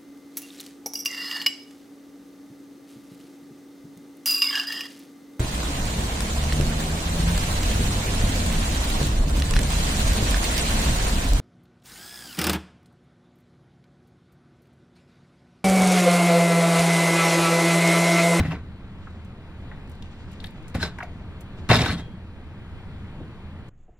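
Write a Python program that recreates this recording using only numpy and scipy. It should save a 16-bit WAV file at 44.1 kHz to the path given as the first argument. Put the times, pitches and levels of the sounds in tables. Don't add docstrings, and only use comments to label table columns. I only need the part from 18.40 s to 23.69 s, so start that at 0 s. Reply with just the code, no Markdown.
import sys
import numpy as np
from scipy import signal
from scipy.fft import rfft, irfft, next_fast_len
from scipy.io import wavfile
from scipy.ndimage import uniform_filter1d, map_coordinates

SR = 44100
rng = np.random.default_rng(int(sys.argv[2]) if len(sys.argv) > 2 else 0)


def persist_wave(psi):
    counts = np.round(np.clip(psi, -1, 1) * 32767).astype(np.int16)
    wavfile.write(sys.argv[1], SR, np.atleast_2d(counts).T)


def ratio(d):
    e = np.asarray(d, float) / 20
    return 10 ** e


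N = 233405
RATTLE_DB, FLAT_DULLS = -16, 0.1


def unit(x):
    return x / np.sqrt(np.mean(x ** 2) + 1e-20)


def along(points, hz):
    f, v = np.transpose(points)
    return np.interp(np.log(hz + 1), np.log(f + 1), v)


def curves(rows, outside_db=None):
    s, *cols = np.transpose(rows)
    return np.array([np.interp(np.arange(N) / SR, s, c, outside_db, outside_db) for c in cols])


def wobble(rate):
    knots = rng.standard_normal(int(N * rate / SR) + 4)
    return map_coordinates(knots, [np.arange(N) * rate / SR])


def filtered(x, response):
    m = next_fast_len(N + SR // 2)
    return irfft(rfft(x, m) * response(np.fft.rfftfreq(m, 1 / SR)), m)[..., :N]


def body(modes):
    def response(f):
        total = 0
        for k, (hz, width, db) in enumerate(modes):
            peak = 1j * f * width / (hz * hz - f * f + 1j * f * width)
            total = total + (-1) ** k * ratio(db) * peak
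        return total
    return response


def patchy(x, depth_db, size):
    z = signal.stft(x, nperseg=256)[2]
    field = rng.standard_normal(z.shape[-2:])
    field = uniform_filter1d(field, size[0], 0)
    field = uniform_filter1d(field, size[1], 1)
    return signal.istft(z * ratio(depth_db * unit(field)), nperseg=256)[1][..., :N]


def town():
    # (frequency [Hz], level per Hz [dB])
    town_colour = [(20, 1), (50, 0.5), (70, -4), (140, -3.5), (250, -10.5), (400, -15.5), (550, -19.5),
                   (1000, -21.5), (2000, -27), (2800, -36), (4100, -37.5), (6000, -50.5), (11000, -56),
                   (15700, -67)]
    noise = patchy(rng.standard_normal((2, N)), 1.0, size=(3, 28))
    level_db = -51 + 0.1747 * np.arange(N) / SR
    hiss = unit(filtered(noise, lambda hz: ratio(along(town_colour, hz))))
    return ratio(level_db + 9.0 + 0.8 * wobble(3.38)) * hiss


def drone():
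    # (pitch [Hz], width [Hz], level [dB])
    hum_bands = [(81, 10, -42), (118, 16, -49), (190, 34, -50)]
    # (time [s], level [dB])
    load = [(0, -38.5), (.6, -41), (1.2, -42), (1.5, -42), (1.83, -44), (2.06, -39), (2.17, -44.5),
            (2.4, -37.5), (2.98, -42), (3.25, -35), (3.75, -38.5), (3.9, -43.5), (4.49, -40), (4.67, -40),
            (4.94, -36), (5.29, -42.5)]

    def muffled(hz):
        return body(hum_bands)(hz) / (1 + (hz / 500) ** 2)

    hum = unit(filtered(rng.standard_normal(N), muffled))
    return ratio(curves(load)[0] - 1.5 + 0.58 * wobble(2.4)) * hum


def whine():
    # (pitch [Hz], level [dB])
    machine_tones = [(81.5, -43.5), (551, -79), (916, -67), (1282, -87), (1562, -69), (11633, -100.5),
                     (12000, -97)]
    t = np.arange(N) / SR
    out = np.zeros(N)
    for hz, db in machine_tones:
        strength = ratio(db + 1.6 * wobble(1.49))
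        out += strength * np.sin(2 * np.pi * hz * t + 0.46 * wobble(1.99))
    return out


def chatter_db():
    # (time [s], force [dB])
    drags = [
        [(0, -24), (.022, -37), (.06, -32), (.075, -32.5), (.09, -37)],
        [(.09, -37.5), (.112, -28.5), (.134, -32), (.168, -42), (.21, -54)],
        [(2.343, -33), (2.349, -30.5), (2.365, -35.5), (2.395, -36), (2.41, -32.5)],
        [(2.41, -34), (2.421, -28.5), (2.431, -27), (2.453, -32.5), (2.53, -66), (2.55, -69)],
        [(3.289, -22.5), (3.302, -19.5), (3.345, -14), (3.374, -22), (3.414, -23), (3.452, -25.5),
         (3.462, -24.5), (3.525, -29), (3.56, -41)],
        [(3.56, -44.5), (3.592, -37.5), (3.612, -40.5), (3.63, -70), (3.65, -74)],
    ]
    # (table top [dB], legs [dB])
    shares = [(6, -15.5), (5, -25), (8, -8.5), (3, -4), (3, -8.5), (2, -6.5)]
    grows = np.array([[1], [1], [1.08]])
    firm_db = -23
    each = []
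    for rows, (top_db, legs_db) in zip(drags, shares):
        force_db = curves(rows, outside_db=-400)
        each.append(firm_db + grows * (force_db - firm_db) + [[top_db], [0], [legs_db]])
    return np.max(each, axis=0)


def chatter_slips():
    slipping = rng.random((3, N)) < 3000 / SR
    grains = slipping * rng.standard_normal((3, N)) * ratio(1.5 * rng.exponential(size=(3, N)))
    clumps_each = np.array([wobble(40), wobble(90), wobble(150)])
    grains *= ratio(1.7 * wobble(60) + 1.8 * clumps_each)
    return patchy(grains, 3.3, size=(2, 4))


def single_blows():
    # (time [s], wood peak [dB], flatness: table top over wood [dB])
    landings = [(0.003, -28.5, 24), (0.031, -23, 13), (0.055, -30, 20), (0.083, -28, 2), (0.117, -20, -9),
                (2.342, -26, -9), (2.347, -15.5, 10), (2.359, -25, -10), (2.428, -13, -8),
                (2.449, -15.5, -4), (3.29, -8, 2), (3.299, -3, -5), (3.31, 2.5, -20), (3.32, -8, -16),
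                (3.333, -15, -18), (3.346, -9, -11), (3.389, -9, -31), (3.415, -15, -6), (3.436, -12, -11),
                (3.458, -8.5, -23), (3.489, -18.5, -3), (3.513, -24, 4), (3.589, -40, -45),
                (3.619, -48, -10)]
    out, t = np.zeros((3, N + 600)), np.arange(600) / SR
    t60 = [[.008], [.025], [.03]]  # top, wood, legs [s]
    shape = ratio(-60 * t / t60) * (1 - np.exp(-t / 0.0031))
    shape_size = np.linalg.norm(shape, axis=1)[:, None]
    for s, db, top_db in landings:
        grit = rng.standard_normal((3, 600))
        grit[0] = -0.079
        legs_db = RATTLE_DB - FLAT_DULLS * top_db - 6.5
        level = ratio(db + np.array([[top_db - 10.0], [-5], [legs_db]]))
        out[:, round(s * SR):][:, :600] += level * grit * shape / shape_size
    return out[:, :N]


def drops():
    # (pitch [Hz], width [Hz], level [dB])
    top_modes = [(48.6, 8.1, -7), (73, 40.4, -6), (129.2, 45, -4), (161.6, 52.4, -3), (197.4, 59.5, -3),
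                 (280, 71, -13.5)]
    post_modes = [(284, 17.8, 3), (421, 90, -2.5), (616, 202, -3), (729, 200, -2), (870, 123, -3.5),
                  (1098, 360, -8), (1410, 125, -5.5), (1472, 108, -4), (1816, 157, -8.5), (2000, 110, -4),
                  (2430, 1300, -13.5)]
    leg_modes = [(2990, 940, -7.5), (3485, 300, 5), (3610, 360, 6), (4050, 750, -1), (5150, 980, -7.5),
                 (6840, 510, -11), (7780, 740, -13), (10800, 1400, -18.5), (12700, 1000, -21)]
    parts = (top_modes, post_modes, leg_modes)
    dull_hz = (5000, 5000, 14000)
    out = 0
    for modes, top_hz, strength, slip, blow in zip(parts, dull_hz, ratio(chatter_db()), chatter_slips(), single_blows()):
        ring = irfft(body(modes)(np.fft.rfftfreq(SR // 2, 1 / SR)))
        chatter = ratio(-3.5) * strength * unit(slip) / np.linalg.norm(ring)
        push = chatter + blow / np.abs(ring).max()
        out = out + filtered(push, lambda f: body(modes)(f) / (1 + 1j * f / top_hz) ** 2)
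    return out


def rings():
    hollow_hz = [82, 118, 155, 694, 1110, 1405, 1570, 1880]
    brace_hz = [3265, 3620, 3840, 4005, 4200, 5260, 6540, 7980, 8700, 10780]
    # (t60 [s], knocks as (time [s], peak [dB]))
    hollows = [(0.18, [(0, -13.5), (2.41, -22), (3.49, -23)]), (0.15, [(3.299, -5), (3.405, -16)]),
               (.22, [(0, -18.5), (.045, -34), (.08, -18.5), (3.35, -19)]), (0.11, [(.125, -31.5),
               (2.628, -28), (3.312, -11.5)]), (0.049, [(.112, -33), (3.3, -12)]), (0.13, [(2.604, -34)]),
               (0.043, [(2.427, -16.5), (3.458, -20)]), (0.044, [(.055, -28), (2.604, -46)])]
    # (t60 [s], knocks as (time [s], peak [dB]))
    braces = [(0.4, [(3.53, -44), (3.6, -54.5), (3.66, -62)]), (.1, [(3.308, -21), (3.575, -41)]),
              (0.079, [(3.385, -28), (3.458, -27)]), (0.06, [(0, -32.5), (2.428, -21.5), (3.314, -14.5),
              (3.332, -33)]), (0.13, [(2.416, -30.5), (3.48, -30), (3.51, -34.5)]), (0.061, [(2.429, -28),
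              (3.33, -18.5), (3.47, -36)]), (0.063, [(2.416, -48), (3.585, -50)]), (0.045, [(2.416, -38),
              (3.505, -51)]), (0.18, [(3.515, -48.5)]), (.2, [(3.5, -49)])]
    parts = [(hz, .0018, *part) for hz, part in zip(hollow_hz, hollows)]
    parts += [(hz, .0013, *part) for hz, part in zip(brace_hz, braces)]
    out, t = np.zeros(N + SR), np.arange(SR // 4) / SR
    for hz, roughness, t60, knocks in parts:
        rough = roughness * min(1, .1 / t60) ** .5
        flutter = 1 - 0.3 * np.sin(np.pi * hz / 70 * t) ** 2
        for s, db in knocks:
            walk = np.cumsum(rng.standard_normal(len(t)))
            tone = np.sin(2 * np.pi * hz * t + rough * np.sqrt(hz) * walk)
            fade = ratio(db - 60 * t / t60) * (1 - np.exp(-t / 0.0016))
            out[round(s * SR):][:len(t)] += fade * tone * flutter
    return out[:N]


def touches():
    # (time [s], peak [dB], pitch [Hz])
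    knuckles = [(1.317, -45, 700), (2.043, -41, 750), (2.81, -45, 720), (0.67, -38.5, 1290),
                (0.766, -54, 280), (1.006, -60, 2000), (1.315, -37, 1640), (1.624, -40.5, 3170),
                (1.624, -47, 5400), (1.82, -45, 245), (2.002, -37, 3700), (2.35, -28, 600),
                (2.043, -30.5, 3550), (2.041, -36, 1900), (2.069, -40.5, 3830), (2.585, -31, 1830),
                (2.585, -33.5, 940), (2.606, -30.5, 1050), (2.604, -28.5, 1640), (2.626, -30, 1890),
                (4.765, -46, 343), (4.802, -30.5, 308), (4.805, -42, 614)]
    # (time [s], peak [dB], pitch [Hz])
    skin = [(.055, -61, 8000), (.118, -66, 7000), (.135, -60, 7000), (.705, -65, 7000), (0.847, -57, 6900),
            (1.473, -59, 6000), (1.495, -53, 9300), (1.515, -55, 7400), (1.55, -61, 6500),
            (1.622, -56, 6900), (1.915, -53.5, 8600), (1.93, -55, 6400), (2.004, -55, 8040),
            (2.038, -47.5, 7900), (2.057, -51, 9900), (2.067, -52, 7860), (2.105, -59, 9500),
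            (2.226, -62, 6000), (2.280, -45.5, 7100), (2.297, -56, 7000), (2.349, -41, 9900),
            (2.407, -54, 8000), (2.585, -48.5, 5960), (2.631, -46.5, 4850), (3.007, -45, 9800),
            (5.283, -61, 7070)]
    out = []
    for s, db, hz in knuckles:
        t60 = 0.04 * (1000 / max(hz, 500)) ** 0.62
        out.append((s, db, hz, min(.8 * hz, 2400), t60, 4))
    for s, db, hz in skin:
        out.append((s, db, hz, 1.25 * hz, 0.035, 0))
    return out


def ticks():
    out, t = np.zeros(N + 6000), np.arange(6000) / SR
    f = np.fft.rfftfreq(6000, 1 / SR)
    for s, db, hz, width_hz, t60, click in touches():
        grit = rng.standard_normal(6000) * (1 - np.exp(-t / 0.0011))
        grit[0] = click
        narrow = body([(hz, width_hz, 0)])(f) ** (4 if click else 3)
        puff = irfft(rfft(grit * ratio(-60 * t / t60)) * narrow)
        out[round(s * SR):][:6000] += ratio(db + 1.5) * puff / np.abs(puff).max()
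    return out[:N]


def rubbing():
    # (start [s], length [s], level [dB])
    hand_strokes = [(.15, 0.17, -71), (.5, 0.43, -68), (1.428, 0.71, -63), (1.84, 1, -64.5),
                    (2.595, .3, -66), (3.0, 0.026, -60), (3.104, 0.64, -60)]
    # (frequency [Hz], level per Hz [dB])
    skin_colour = [(1500, 5), (3000, 1), (4500, -1.5), (8000, -12.5), (15000, -60)]
    t = np.arange(N) / SR
    swell = np.zeros(N)
    for s, length, db in hand_strokes:
        swell += ratio(db) * np.sin(np.pi * np.clip((t - s) / length, 0, 1))
    hiss = unit(filtered(rng.standard_normal((2, N)), lambda hz: ratio(along(skin_colour, hz))))
    return swell * ratio(0.5 + 3.4 * wobble(29.5)) * hiss


def ports(common, other, alike, lead):
    # (frequency [Hz], left minus right [dB])
    port_tilt = [(1200, 0), (1750, .6), (2300, 3.5), (3700, 1.5), (4700, -3), (5800, -5.5), (8700, .5),
                 (15000, 1.5)]
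    m = next_fast_len(N + 8192)
    hz, sign = np.fft.rfftfreq(m, 1 / SR), np.array([[1], [-1]])
    turn = np.arccos(np.clip(along(alike, hz), 0, 1)) / 2
    lag = np.exp(.5j * sign * np.interp(hz, *np.transpose(lead)))
    skew = ratio(sign * along(port_tilt, hz) / 2) * lag
    shared, own = np.cos(turn) * skew, sign * np.sin(turn) * skew
    level = np.hypot(np.abs(shared.mean(0)), np.abs(own.mean(0)))
    return irfft((rfft(common, m) * shared + rfft(other, m) * own) / level, m)[:, :N]


def background():
    # (frequency [Hz], likeness [0-1])
    alike_far = [(25, .65), (45, .99), (125, .9995), (300, .99), (800, .975), (1400, .9), (2500, .65),
                 (6000, .5), (11000, .15)]
    # (frequency [Hz], left leads [radians])
    lead_far = [(0, 0), (1900, -.4), (2760, -3.4), (4400, -4.5), (6900, -9.4), (12000, -13.5), (15400, -13)]
    wide = town() + rubbing()
    return ports(wide[0] + drone() + whine(), wide[1], alike_far, lead_far)


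def echo(x):
    # (frequency [Hz], t60 [s])
    yard_decay = [(200, 0.2), (2000, 0.23), (10000, 0.12)]
    hz, t, z = signal.stft(rng.standard_normal(SR // 2), SR, nperseg=128)
    dying = z * ratio(-60 * t / along(yard_decay, hz)[:, None])
    tail = signal.istft(dying, SR, nperseg=128)[1]
    return signal.fftconvolve(x, tail / np.linalg.norm(tail))[:N]


def table():
    near = drops() + rings() + ticks()
    return near + ratio(-10.0) * echo(near)


def scene():
    # (frequency [Hz], likeness [0-1])
    alike_near = [(25, .55), (45, .98), (125, .9998), (300, .993), (800, .975), (1800, .96), (2600, .6),
                  (6000, .45), (11000, .25)]
    # (frequency [Hz], left leads [radians])
    lead_near = [(0, 0), (2000, -.2), (2700, -1.3), (6700, -1.8), (7300, -6.8), (9400, -9.3), (15000, -9)]
    return ports(table(), table(), alike_near, lead_near) + background()


def band_limit(x):
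    return signal.sosfilt(signal.butter(12, 15810, fs=SR, output="sos"), x)


def record(dry):
    soft = dry / (1 + np.abs(dry / .85) ** 4) ** .25
    mix = filtered(soft, lambda hz: hz < 15810)
    return band_limit(mix)


dry = scene()
out = record(dry)
persist_wave(out)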